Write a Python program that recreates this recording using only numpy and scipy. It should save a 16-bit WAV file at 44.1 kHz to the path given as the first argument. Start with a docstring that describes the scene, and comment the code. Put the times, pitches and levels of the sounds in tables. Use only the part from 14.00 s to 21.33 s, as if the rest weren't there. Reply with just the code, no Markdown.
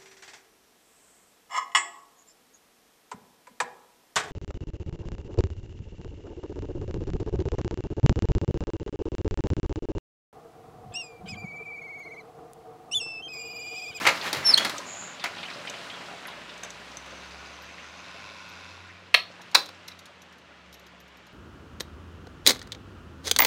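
"""Inside a doorway, with heavy rain on the wooden deck outside. A storm door is pushed wide: its light
frame rattles and its hinge squeals. The air closer draws it slowly shut, spring ticking, valve hissing,
piston creaking, while bare feet splash away. The latch strikes twice, the door ticks as it settles
and the rain turns duller. A mains hum and a far engine lie underneath."""
import sys
import numpy as np
from scipy import signal
from scipy.fft import rfft, irfft, next_fast_len
from scipy.io import wavfile
from scipy.ndimage import uniform_filter1d, minimum_filter1d, map_coordinates

SR = 44100
rng = np.random.default_rng(int(sys.argv[2]) if len(sys.argv) > 2 else 0)


def digitize_waveform(pressure):
    """Quantize a signal to 16-bit integers and store it at the path in sys.argv[1].

    Rows of a 2-D input are taken as channels; values are limited to [-1, 1].
    """
    field = np.atleast_2d(pressure).T
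    bounded = np.clip(field, -1, 1)
    quanta = np.round(bounded * 32767).astype(np.int16)
    wavfile.write(sys.argv[1], SR, quanta)


N = 323253

# Spectra of fine spray, snapping metal edges and a dry click. Each row: frequency in Hz, relative dB.
SPRAY_SPECTRUM = [(2500, -15.5), (4200, -2.5), (6000, -9.5), (7500, -10.5), (9000, -14.5), (12000, -23),
                  (16000, -30)]
EDGE_SPECTRUM = [(200, -69.5), (2000, -28.5), (4000, 7.5), (6300, -5), (8500, -10), (10500, -9.5),
                 (13000, -14.5), (16000, -18.5)]
CLICK_SPECTRUM = [(2000, -22.5), (3800, 6), (4600, -5), (5500, 0.5), (6900, -0.5), (7800, -13), (9500, -9),
                  (11000, -11.5), (13000, -18), (16000, -22.5)]


def amp(db):
    """Decibels to gain."""
    return 10 ** (np.asarray(db) / 20)


def unit(x):
    """Scale to rms 1."""
    return x / np.sqrt(np.mean(x ** 2) + 1e-20)


def along(points, hz):
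    """Interpolate (Hz, value) points on a log frequency axis."""
    point_hz, values = np.transpose(points)
    return np.interp(np.log(hz + 1), np.log(point_hz + 1), values)


def curve(rows):
    """Interpolate (seconds, value) rows to one value per sample."""
    times_s, values = np.transpose(rows)
    return np.interp(np.arange(N) / SR, times_s, values)


def wobble(rate_hz):
    """Smooth random curve, rate_hz knots a second."""
    knots = rng.standard_normal(int(N * rate_hz / SR) + 4)
    return map_coordinates(knots, [np.arange(N) * rate_hz / SR])


def filtered(x, response):
    """Apply a gain given as a function of Hz."""
    size = next_fast_len(len(x) + SR // 5)
    return irfft(rfft(x, size) * response(np.fft.rfftfreq(size, 1 / SR)), size)[:len(x)]


def coloured(x, spectrum):
    """Shape x by (Hz, dB) points, at rms 1."""
    return unit(filtered(x, lambda hz: amp(along(spectrum, hz))))


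def noise(spectrum, size=N):
    """Coloured noise, rms 1."""
    return coloured(rng.standard_normal(size), spectrum)


def band(centre_hz, octaves, size=N):
    """Bell-shaped noise band, rms 1."""
    bell = lambda hz: np.exp(-(np.log2((hz + 1) / centre_hz) / octaves) ** 2)
    return unit(filtered(rng.standard_normal(size), bell))


def fade(t, t60_s):
    """1 until t = 0, then down 60 dB every t60_s."""
    return np.exp(-np.log(1000) * np.maximum(t, 0) / t60_s)


def onset(t, lag_s):
    """Exponential rise to 1."""
    return 1 - np.exp(-t / lag_s)


def swell(start_s, end_s, attack_s, release_s, db):
    """Gain held from start to end, with linear ramps before and after."""
    t = np.arange(N) / SR
    return amp(db) * np.clip(1 + np.minimum((t - start_s) / attack_s, (end_s - t) / release_s), 0, 1)


def add(track, start_s, sound):
    """Mix a sound into the track."""
    part = track[max(round(start_s * SR), 0):][:len(sound)]
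    part += sound[:len(part)]


def radiated(x, corner_hz):
    """A thin panel radiates no deep bass."""
    return filtered(x, lambda hz: hz ** 3 / np.sqrt(hz ** 6 + corner_hz ** 6))


def hallway(x, wet_db):
    """Dry sound plus the hallway's reverberation."""
    # Each row: frequency in Hz, T60 in seconds.
    decay = [(200, 0.4), (600, 0.35105), (1200, 0.26683), (2200, 0.20362), (4200, 0.26733), (7000, .2),
             (14000, 0.19983)]
    hz, t, bins = signal.stft(rng.standard_normal(SR // 2), SR, nperseg=256)
    tail = signal.istft(bins * fade(t, along(decay, hz)[:, None]), SR, nperseg=256)[1]
    return x + amp(wet_db) * signal.fftconvolve(x, tail / np.linalg.norm(tail))[:len(x)]


def drops(per_s, spread_db, centre_hz, decay_cycles, count=6500):
    """Each drop is a short damped ring of its own pitch and size."""
    t = np.arange(256) / SR
    gap, pitch, size = rng.random((count, 3)).T
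    starts = np.cumsum(-np.log(1 - gap)) * SR / per_s
    hz = centre_hz * 2 ** (4 * (pitch[:, None] - .5))
    strength = amp(spread_db * np.minimum(-np.log(1 - size), 5))[:, None]
    rings = strength * np.sin(2 * np.pi * hz * t) * np.exp(-hz * t / decay_cycles)
    samples = np.minimum(starts.astype(int)[:, None] + np.arange(len(t)), N)
    return unit(np.bincount(samples.ravel(), rings.ravel(), N + 1)[:N])


def rain(open_db=-44, spray_db_per_db=1.6155):
    """Far drops merge into a wash, near ones patter on the boards. The door shuts out the spray first."""
    # Rain through the narrowing gap. Each row: time in seconds, relative level in dB.
    levels = [(0, -38.5), (1.2, -43.5), (1.42, -41), (1.85, -41), (2.4, -44), (3.25, -45), (3.75, -47),
              (4.55, -48.5), (4.95, -52), (5.5, -48.5), (6.4, -52.5), (7.33, -52.5)]
    # Each row: frequency in Hz, relative dB.
    wash_spectrum = [(32, -38), (55, -24.5), (75, -16.5), (97, -5), (175, -4.5), (205, -4), (231, -1.5),
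                     (400, -5.5), (569, -5), (1200, -1.5), (2790, -2), (5440, -17.5), (6000, -17),
                     (7800, -27.5), (13200, -120)]
    wash_db = curve(levels)
    spray_db = -53.5 + spray_db_per_db * (wash_db - open_db)
    patter = drops(per_s=700, spread_db=3.5, centre_hz=2198.3, decay_cycles=1.9)
    patter = unit(hallway(patter, wet_db=-.5))
    wash = unit(noise(wash_spectrum) + amp(-7) * coloured(patter, wash_spectrum))
    spray = unit(noise(SPRAY_SPECTRUM) + amp(3) * coloured(patter, SPRAY_SPECTRUM))
    return amp(wash_db - 2 + .43 * wobble(15)) * wash + amp(spray_db + .4 * wobble(9)) * spray


def engine(throttle_db=3):
    """A far engine, louder speeding up than easing off, booms as it passes two room resonances."""
    # Each row: time in seconds, firing rate in Hz.
    firing = [(1.8, 52.16), (2.62, 61.4), (3.6, 72.4), (4.66, 88.32), (5.36, 95.7), (5.9, 91.12),
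              (6.34, 77.17), (6.71, 69.88), (7.33, 66.31)]
    # Each row: frequency in Hz, gain in dB.
    house_response = [(51, -27.5), (54, -22.5), (63, -9.5), (67, -6.5), (70.5, -2), (75, -10), (85, -8),
                      (90, -1.5), (96, -12.5)]
    hz = curve(firing)
    throttle = np.tanh(uniform_filter1d(np.gradient(hz) * SR, size=SR // 3) / 4)
    db = -57 + throttle_db * throttle + along(house_response, hz)
    return amp(db + 1.5 * wobble(11)) * unit(np.sin(2 * np.pi * np.cumsum(hz) / SR))


def house(hum_hz=179, fade_db_per_s=.7716):
    """A fading mains hum over the low murmur of the house."""
    # Each row: frequency in Hz, relative dB.
    murmur_spectrum = [(20, -40.5), (45, -27), (65, -10), (120, -6), (250, -4.5), (500, -6), (1500, -14.5),
                       (8000, -48.5)]
    t = np.arange(N) / SR
    hum_db = -59 - fade_db_per_s * t + 1.6 * wobble(7.6)
    hum = unit(np.sin(2 * np.pi * hum_hz * t + .25 * wobble(3.6)))
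    return amp(hum_db) * hum + amp(-60.5) * noise(murmur_spectrum)


def rustle():
    """Sleeve and door sweep brush as the pushed door rattles finely; a thin scrape as it is let go."""
    # Each row: frequency in Hz, relative dB.
    brush_spectrum = [(35, -44), (60, -17), (226, -6), (368, -2.5), (2150, 1), (2710, -3.5), (4850, -9.5),
                      (8280, -23), (9740, -19.5), (15500, -39)]
    rattle_spectrum = [(1500, -22), (4200, -6.5), (7000, 1), (9000, -16.5), (12000, -7), (16000, -12.5)]
    brush = swell(0, .63085, attack_s=.01, release_s=.0746, db=-35) * noise(brush_spectrum)
    rattle = swell(0, .37, attack_s=.01, release_s=.35, db=-49.5) * noise(rattle_spectrum)
    rattle *= amp(1.984 * wobble(90))
    scrape = swell(.6, .7788, attack_s=.1, release_s=.1324, db=-47.5) * noise(SPRAY_SPECTRUM)
    return (brush + rattle + scrape) * amp(2.7 * wobble(24.938))


def frame_bumps(rebound_s=.018, rebound_db=-6.5, rebound_edge_db=-7.5):
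    """The light frame clatters and rebounds once; its panel thuds and its metal edges snap."""
    # Each row: start in seconds, level in dB, thud in dB, thud pitch in Hz, edge in dB (dB relative).
    bumps = [(0.013, -26, -7, 226.3, -12.5), (.052, -10, -16, 472.8, -30.5), (.066, -5, -36.5, 299.6, -18),
             (.071, -4.5, -30.5, 139, -14), (.089, -18.5, -12.5, 601.4, -6), (.329, -16.5, -14, 367.8, -2),
             (.368, -26.5, -8.5, 120.2, -13), (.428, -27.5, -10, 143.3, -20), (.468, -27.5, -30, 200, 0),
             (.576, -18, -16, 222.3, 1), (.602, -19, -6.5, 510, -23.5), (.648, -14.5, -13, 272.6, -7),
             (.695, -21.5, -19, 199.4, -5.5), (1.24, -14, -23.5, 334.6, -13),
             (2.632, -28.5, -25.5, 220.1, -18.5), (3.061, -34, -29.5, 199.8, -17.5),
             (5.564, -30.5, -1.5, 401.5, -25.5)]
    # Each row: frequency in Hz, relative dB.
    frame_spectrum = [(40, -59.5), (110, -28.5), (200, -12.5), (400, -10.5), (600, 2), (1250, 0.5),
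                      (2200, 4), (3000, -4.5), (5000, -16), (7000, -13), (10000, -41.5)]
    out, t = np.zeros(N), np.arange(SR // 6) / SR
    rebounds = [(start_s + rebound_s, db + rebound_db, thud_db, thud_hz, edge_db + rebound_edge_db)
                for start_s, db, thud_db, thud_hz, edge_db in bumps]
    for start_s, db, thud_db, thud_hz, edge_db in bumps + rebounds:
        clatter = noise(frame_spectrum, len(t)) * fade(t, t60_s=.08463)
        thud = amp(thud_db + 3.5) * band(thud_hz, octaves=.47, size=len(t)) * fade(t, t60_s=.13672)
        edge = amp(edge_db + 9) * noise(EDGE_SPECTRUM, len(t)) * fade(t, t60_s=.037806)
        add(out, start_s, amp(db - 8) * (clatter + thud + edge) * onset(t, lag_s=.0004649))
    return hallway(radiated(out, corner_hz=100), wet_db=-7)


def splashes(spatter_hz=6000, mean_flight_s=.045):
    """Feet slap standing water, leaving bubbles that rise in pitch; thrown water lands again."""
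    # Each row: start in seconds, relative level in dB, pitch in Hz.
    slaps = [(.212, -22.5, 3667), (.742, -24.5, 1197), (1.196, -28.5, 3430), (1.382, -30, 3113),
             (1.43, -24, 2643), (1.672, -25, 2692), (1.5, -30, 3865), (1.871, -31.5, 1295),
             (1.898, -27.5, 2865), (2.252, -28.5, 1862), (2.27, -39.5, 11030), (2.28, -32, 3301),
             (2.492, -32.5, 3448), (3.62, -49.5, 13250), (3.635, -34.5, 1835), (3.781, -32.5, 2420),
             (4.49, -53.5, 13380), (4.886, -36.5, 1800)]
    out, t = np.zeros(N), np.arange(SR // 6) / SR
    decay = fade(t, t60_s=.066)
    landings = [(start_s + mean_flight_s * (.5 + late), db - 4.5, hz * (.5 + .7 * pitch))
                for (start_s, db, hz), (late, pitch) in zip(slaps, rng.random((len(slaps), 2)))
                if hz < spatter_hz]
    for start_s, db, hz in slaps + landings:
        octaves = .651 * min(1, 3300 / hz)  # fine spatter is a narrow fizz
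        slap = band(hz, octaves, len(t)) * decay * onset(t, lag_s=.0011)
        add(out, start_s, amp(db - 7) * slap)
        for delay, pitch, weakness in rng.random((4, 3)):
            if hz < spatter_hz:
                turns = hz * (1 + .3 * (pitch - .5)) * (t + 3 * t * t)
                bubble = np.sin(2 * np.pi * turns) * decay * onset(t, lag_s=.000579)
                add(out, start_s + .028 * delay, amp(db - 7.5 - 12 * weakness) * bubble)
    return hallway(out, wet_db=-15)


def hinge_squeal(rise_share=.4771, fall_share=.11):
    """Each squeak of the hinge swells, bends in pitch toward its end and leaves the steel ringing."""
    # Each row: start and length in seconds, pitch and sag in Hz, level in dB, roughness, ring in dB.
    squeaks = [(0.439, .076, 5439, 213.5, -18, .07, -31.5), (0.508, 0.00946, 4998, 151, -23, .4, -23),
               (0.521, .016, 4715, 130, -27, .4, -25), (0.5359, 0.010927, 4317, 174.5, -8.5, 0.31, -33.5),
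               (0.568, 0.020495, 3135, -190, -18.5, 1.06, -12.5)]
    out, t = np.zeros(N), np.arange(SR // 4) / SR
    for start_s, length_s, hz, sag_hz, db, rough, ring_db in squeaks:
        progress = np.minimum(t / length_s, 1)
        ramp = np.minimum(progress / rise_share, (1 - progress) / fall_share)
        grip = np.sin(np.pi / 2 * np.minimum(ramp, 1)) ** 2
        jitter = .05177 * rough * grip * wobble(700)[:len(t)]
        pitch_hz = (hz - sag_hz * progress ** 2) * (1 + jitter)
        phase = 2 * np.pi * np.cumsum(pitch_hz) / SR
        overtones = amp(-20.5 + 5.4 * rough) * np.sin(2 * phase) + amp(-37.5) * np.sin(3 * phase)
        flutter = amp(3.2 * rough * wobble(446.9)[:len(t)])
        squeak = unit(np.sin(phase) + overtones) * grip * flutter
        ring = amp(ring_db) * progress * fade(t - length_s, t60_s=.3621) * unit(np.sin(phase))
        add(out, start_s, amp(db) * (squeak + ring))
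    return hallway(out, wet_db=-11)


def closer_spring(detune=.00839):
    """The closer's spring slips as it takes up the door: a dry click and a ping of steel each time."""
    # Each row: start in seconds, relative level in dB.
    slips = [(0.7809, -22.5), (1.6979, -26), (2.577, -37.5), (2.634, -26.5), (2.647, -34), (2.704, -31),
             (2.9699, -30)]
    # Each row: frequency in Hz, relative level in dB, T60 in seconds.
    steel_modes = [(3623.7, -8.5, 0.0685), (5922.9, 1.5, 0.02162), (6158.7, 3, 0.02709),
                   (6795.5, -3.5, 0.03284), (7877.4, -6, 0.02782)]
    out, t = np.zeros(N), np.arange(SR // 10) / SR
    for start_s, db in slips:
        click = amp(-3.5) * noise(CLICK_SPECTRUM, len(t)) * fade(t, t60_s=.02564)
        ping = np.zeros(len(t))
        for hz, mode_db, t60_s in steel_modes:
            turns = hz * (1 + detune * rng.normal()) * t + rng.random()
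            ping += amp(mode_db) * np.sin(2 * np.pi * turns) * fade(t, t60_s)
        add(out, start_s, amp(db - 6.5) * (click + ping) * onset(t, lag_s=.000544))
    return hallway(out, wet_db=-11)


def closer_valve():
    """Air whistles out of the closer's valve."""
    return swell(.9, 1.03, attack_s=.06, release_s=.16, db=-43) * band(6920.8, octaves=.10975)


def closer_piston(start_hz=62, rise_hz_per_s=22, judder_share=.3806):
    """The piston rubs in its resonant tube, one burst per slip, juddering ever faster."""
    # Each row: time in seconds, level in dB.
    stroke = [(2.4, -92.5), (3.1, -50.5), (3.8, -52.5), (4.2, -46.5), (4.7, -47.5), (5.1, -61)]
    # Each row: centre in Hz, half-width in Hz, relative level in dB.
    tube_modes = [(1023.5, 95.45, 1.5), (1453.3, 105.56, 2.5), (2291.2, 332.6, -3), (2618.2, 105.75, 0.5),
                  (3610, 229, -7.5), (4039.8, 667.7, -8.5), (5003.5, 152.2, -7), (5587.6, 97.5, -8),
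                  (6026.5, 46.7, -8.5), (6575, 233, -16), (7447, 222.7, -19.5), (10331, 1252, -30.5)]

    def tube(hz):
        return np.sqrt(sum(amp(db) ** 2 / (1 + ((hz - centre_hz) / width_hz) ** 2) ** 2
                           for centre_hz, width_hz, db in tube_modes))

    t = np.arange(N) / SR
    start_s, end_s = stroke[0][0], stroke[-1][0]
    slip_hz = (start_hz + rise_hz_per_s * (t - start_s)) * (1 + .024 * wobble(40))
    slip_phase = np.cumsum(slip_hz) / SR % 1
    judder = unit(np.exp(-slip_phase / .1322))
    rub = rng.standard_normal(N) * (1 - judder_share + judder_share * judder)
    sliding = (t > start_s) & (t < end_s)
    return amp(curve(stroke)) * unit(filtered(rub, tube)) * sliding


def closer_rod():
    """The sliding rod sings faintly and unevenly."""
    song = swell(3, 3.9, attack_s=.1, release_s=.5, db=-64) * band(6138.6, octaves=.1027)
    return song * amp(2.926 * wobble(70))


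def latch(drift_turns=.012):
    """The bolt meets its plate, then drops home: each blow chatters, knocks the door and rings on."""
    # Each row: start in seconds, level in dB, chatter in seconds, then plate scrape, bolt ring,
    # crack and door body in relative dB.
    blows = [(5.142, -7.5, 0.008467, -0.5, -26.5, -18.5, -22.5),
             (5.546, -24.5, 0.0035, -1.5, 11.5, -21.5, -7), (5.549, -15, 0.008066, -9, 3.5, -3.5, 0),
             (5.689, -44.5, 0.00357, 0, 5, -8, 1.5), (5.883, -45, 0.00646, -0.5, 2.5, -2, -20.5),
             (5.916, -48.5, 0.00751, -5, 3, -29, -11)]
    # Bolt and its spring. Each row: frequency in Hz, relative level in dB, T60 in seconds.
    bolt_modes = [(978.47, -11.5, .1), (1469.6, -7, .119), (1915.7, -9, .12), (3575.9, -2.5, .17),
                  (3880.9, -0.5, .16), (3938.9, 3.5, .17), (4050.8, 0.5, .18), (4511.5, -4.5, .22),
                  (4668.3, -4.5, .28), (5361.8, -1.5, .2), (5826.8, -10, .14)]
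    # Strike plate and hollow door body. Each row: frequency in Hz, relative dB.
    plate_spectrum = [(50, -65.5), (200, -49), (320, -28), (480, -13.5), (690, -3), (900, -14), (1190, -2),
                      (1450, -10), (1830, 0), (2260, 2.5), (2660, 3), (3040, -5), (3500, 1), (4200, 0.5),
                      (4900, -12), (5940, -30), (9100, -41)]
    body_spectrum = [(50, -55), (180, -29.5), (350, -12), (560, -1.5), (750, -2), (950, 0.5), (1200, -1.5),
                     (1450, 4), (2100, 0.5), (2600, 1.5), (3100, -11.5), (8000, -50.5)]
    out, t = np.zeros(N), np.arange(SR // 2) / SR
    for start_s, db, chatter_s, plate_db, bolt_db, crack_db, body_db in blows:
        contact = fade(t - chatter_s, t60_s=.0077)
        start_turns = rng.random((len(bolt_modes), 1))
        drift = drift_turns * np.cumsum(rng.standard_normal((len(bolt_modes), len(t))), axis=1)
        ring = np.zeros(len(t))
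        for (hz, mode_db, t60_s), turns in zip(bolt_modes, start_turns + drift):
            envelope = contact + amp(-38.5) * fade(t, t60_s)
            ring += amp(mode_db - 7.5) * np.sin(2 * np.pi * (hz * t + turns)) * envelope
        crack = amp(crack_db + 8) * noise(EDGE_SPECTRUM, len(t)) * fade(t, t60_s=.056)
        scrape = (amp(plate_db) * noise(plate_spectrum, len(t)) + crack) * contact
        body = amp(body_db) * noise(body_spectrum, len(t))
        body *= onset(t, lag_s=.00096) * fade(t - chatter_s, t60_s=.026)
        blow = (scrape + body + amp(bolt_db) * ring) * onset(t, lag_s=.00028)
        add(out, start_s, amp(db) * hallway(blow, wet_db=-8.5))
    return radiated(out, corner_hz=250)


def settling_ticks(ping_hz=12710, ring_hz=4717.5, spread_octaves=.7):
    """The shut door settles, metal slipping on metal: a click, a ring at its own pitch, a thin ping."""
    # Each row: start in seconds, click and ping in relative dB.
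    ticks = [(5.415, -40, -54), (5.514, -42.5, -70.5), (5.6585, -34.5, -52.5), (5.879, -34.5, -43),
             (5.99, -38.5, -54.5), (6.056, -39, -57.5), (6.218, -44, -54.5), (6.3248, -49, -61.5),
             (6.382, -51, -62), (6.727, -42, -51), (6.7406, -41, -46), (6.794, -50, -55.5),
             (6.865, -46.5, -54), (7.002, -48.5, -49.5), (7.0786, -53, -59.5), (7.169, -49.5, -55.5),
             (7.267, -49, -59)]
    out, t = np.zeros(N), np.arange(SR // 10) / SR
    for (start_s, click_db, ping_db), pitch in zip(ticks, rng.random(len(ticks))):
        ring = amp(-6) * band(ring_hz * 2 ** (spread_octaves * (pitch - .5)), octaves=.06, size=len(t))
        click = amp(click_db - 5.5) * (noise(CLICK_SPECTRUM, len(t)) + ring) * fade(t, t60_s=.04962)
        ping = amp(ping_db - 6.5) * band(ping_hz, octaves=.045, size=len(t)) * fade(t, t60_s=.047)
        add(out, start_s, (click + ping) * onset(t, lag_s=.0005))
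    return hallway(out, wet_db=-15)


def scene():
    """Mono mix, heard from inside the doorway."""
    mix = rain() + rustle() + frame_bumps() + splashes() + closer_spring() + settling_ticks() + latch()
    mix += hinge_squeal() + closer_valve() + closer_rod() + closer_piston() + engine() + house()
    return mix[None]


def record(dry, ceiling=.98, window_s=.0012, bass_hz=50., top_hz=15900):
    """A fast limiter holds down the loudest peaks; deep bass and the highest treble are cut."""
    size = round(window_s * SR)
    gain = ceiling / np.maximum(np.abs(dry[0]), ceiling)
    limited = dry[0] * uniform_filter1d(minimum_filter1d(gain, size), size)
    highpass = lambda hz: hz ** 4 / np.sqrt(hz ** 8 + bass_hz ** 8)
    lowpass = lambda hz: np.clip((top_hz - hz) / 400 + .5, 0, 1)
    return filtered(limited, lambda hz: highpass(hz) * lowpass(hz))[None]


dry = scene()
out = record(dry)
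digitize_waveform(out)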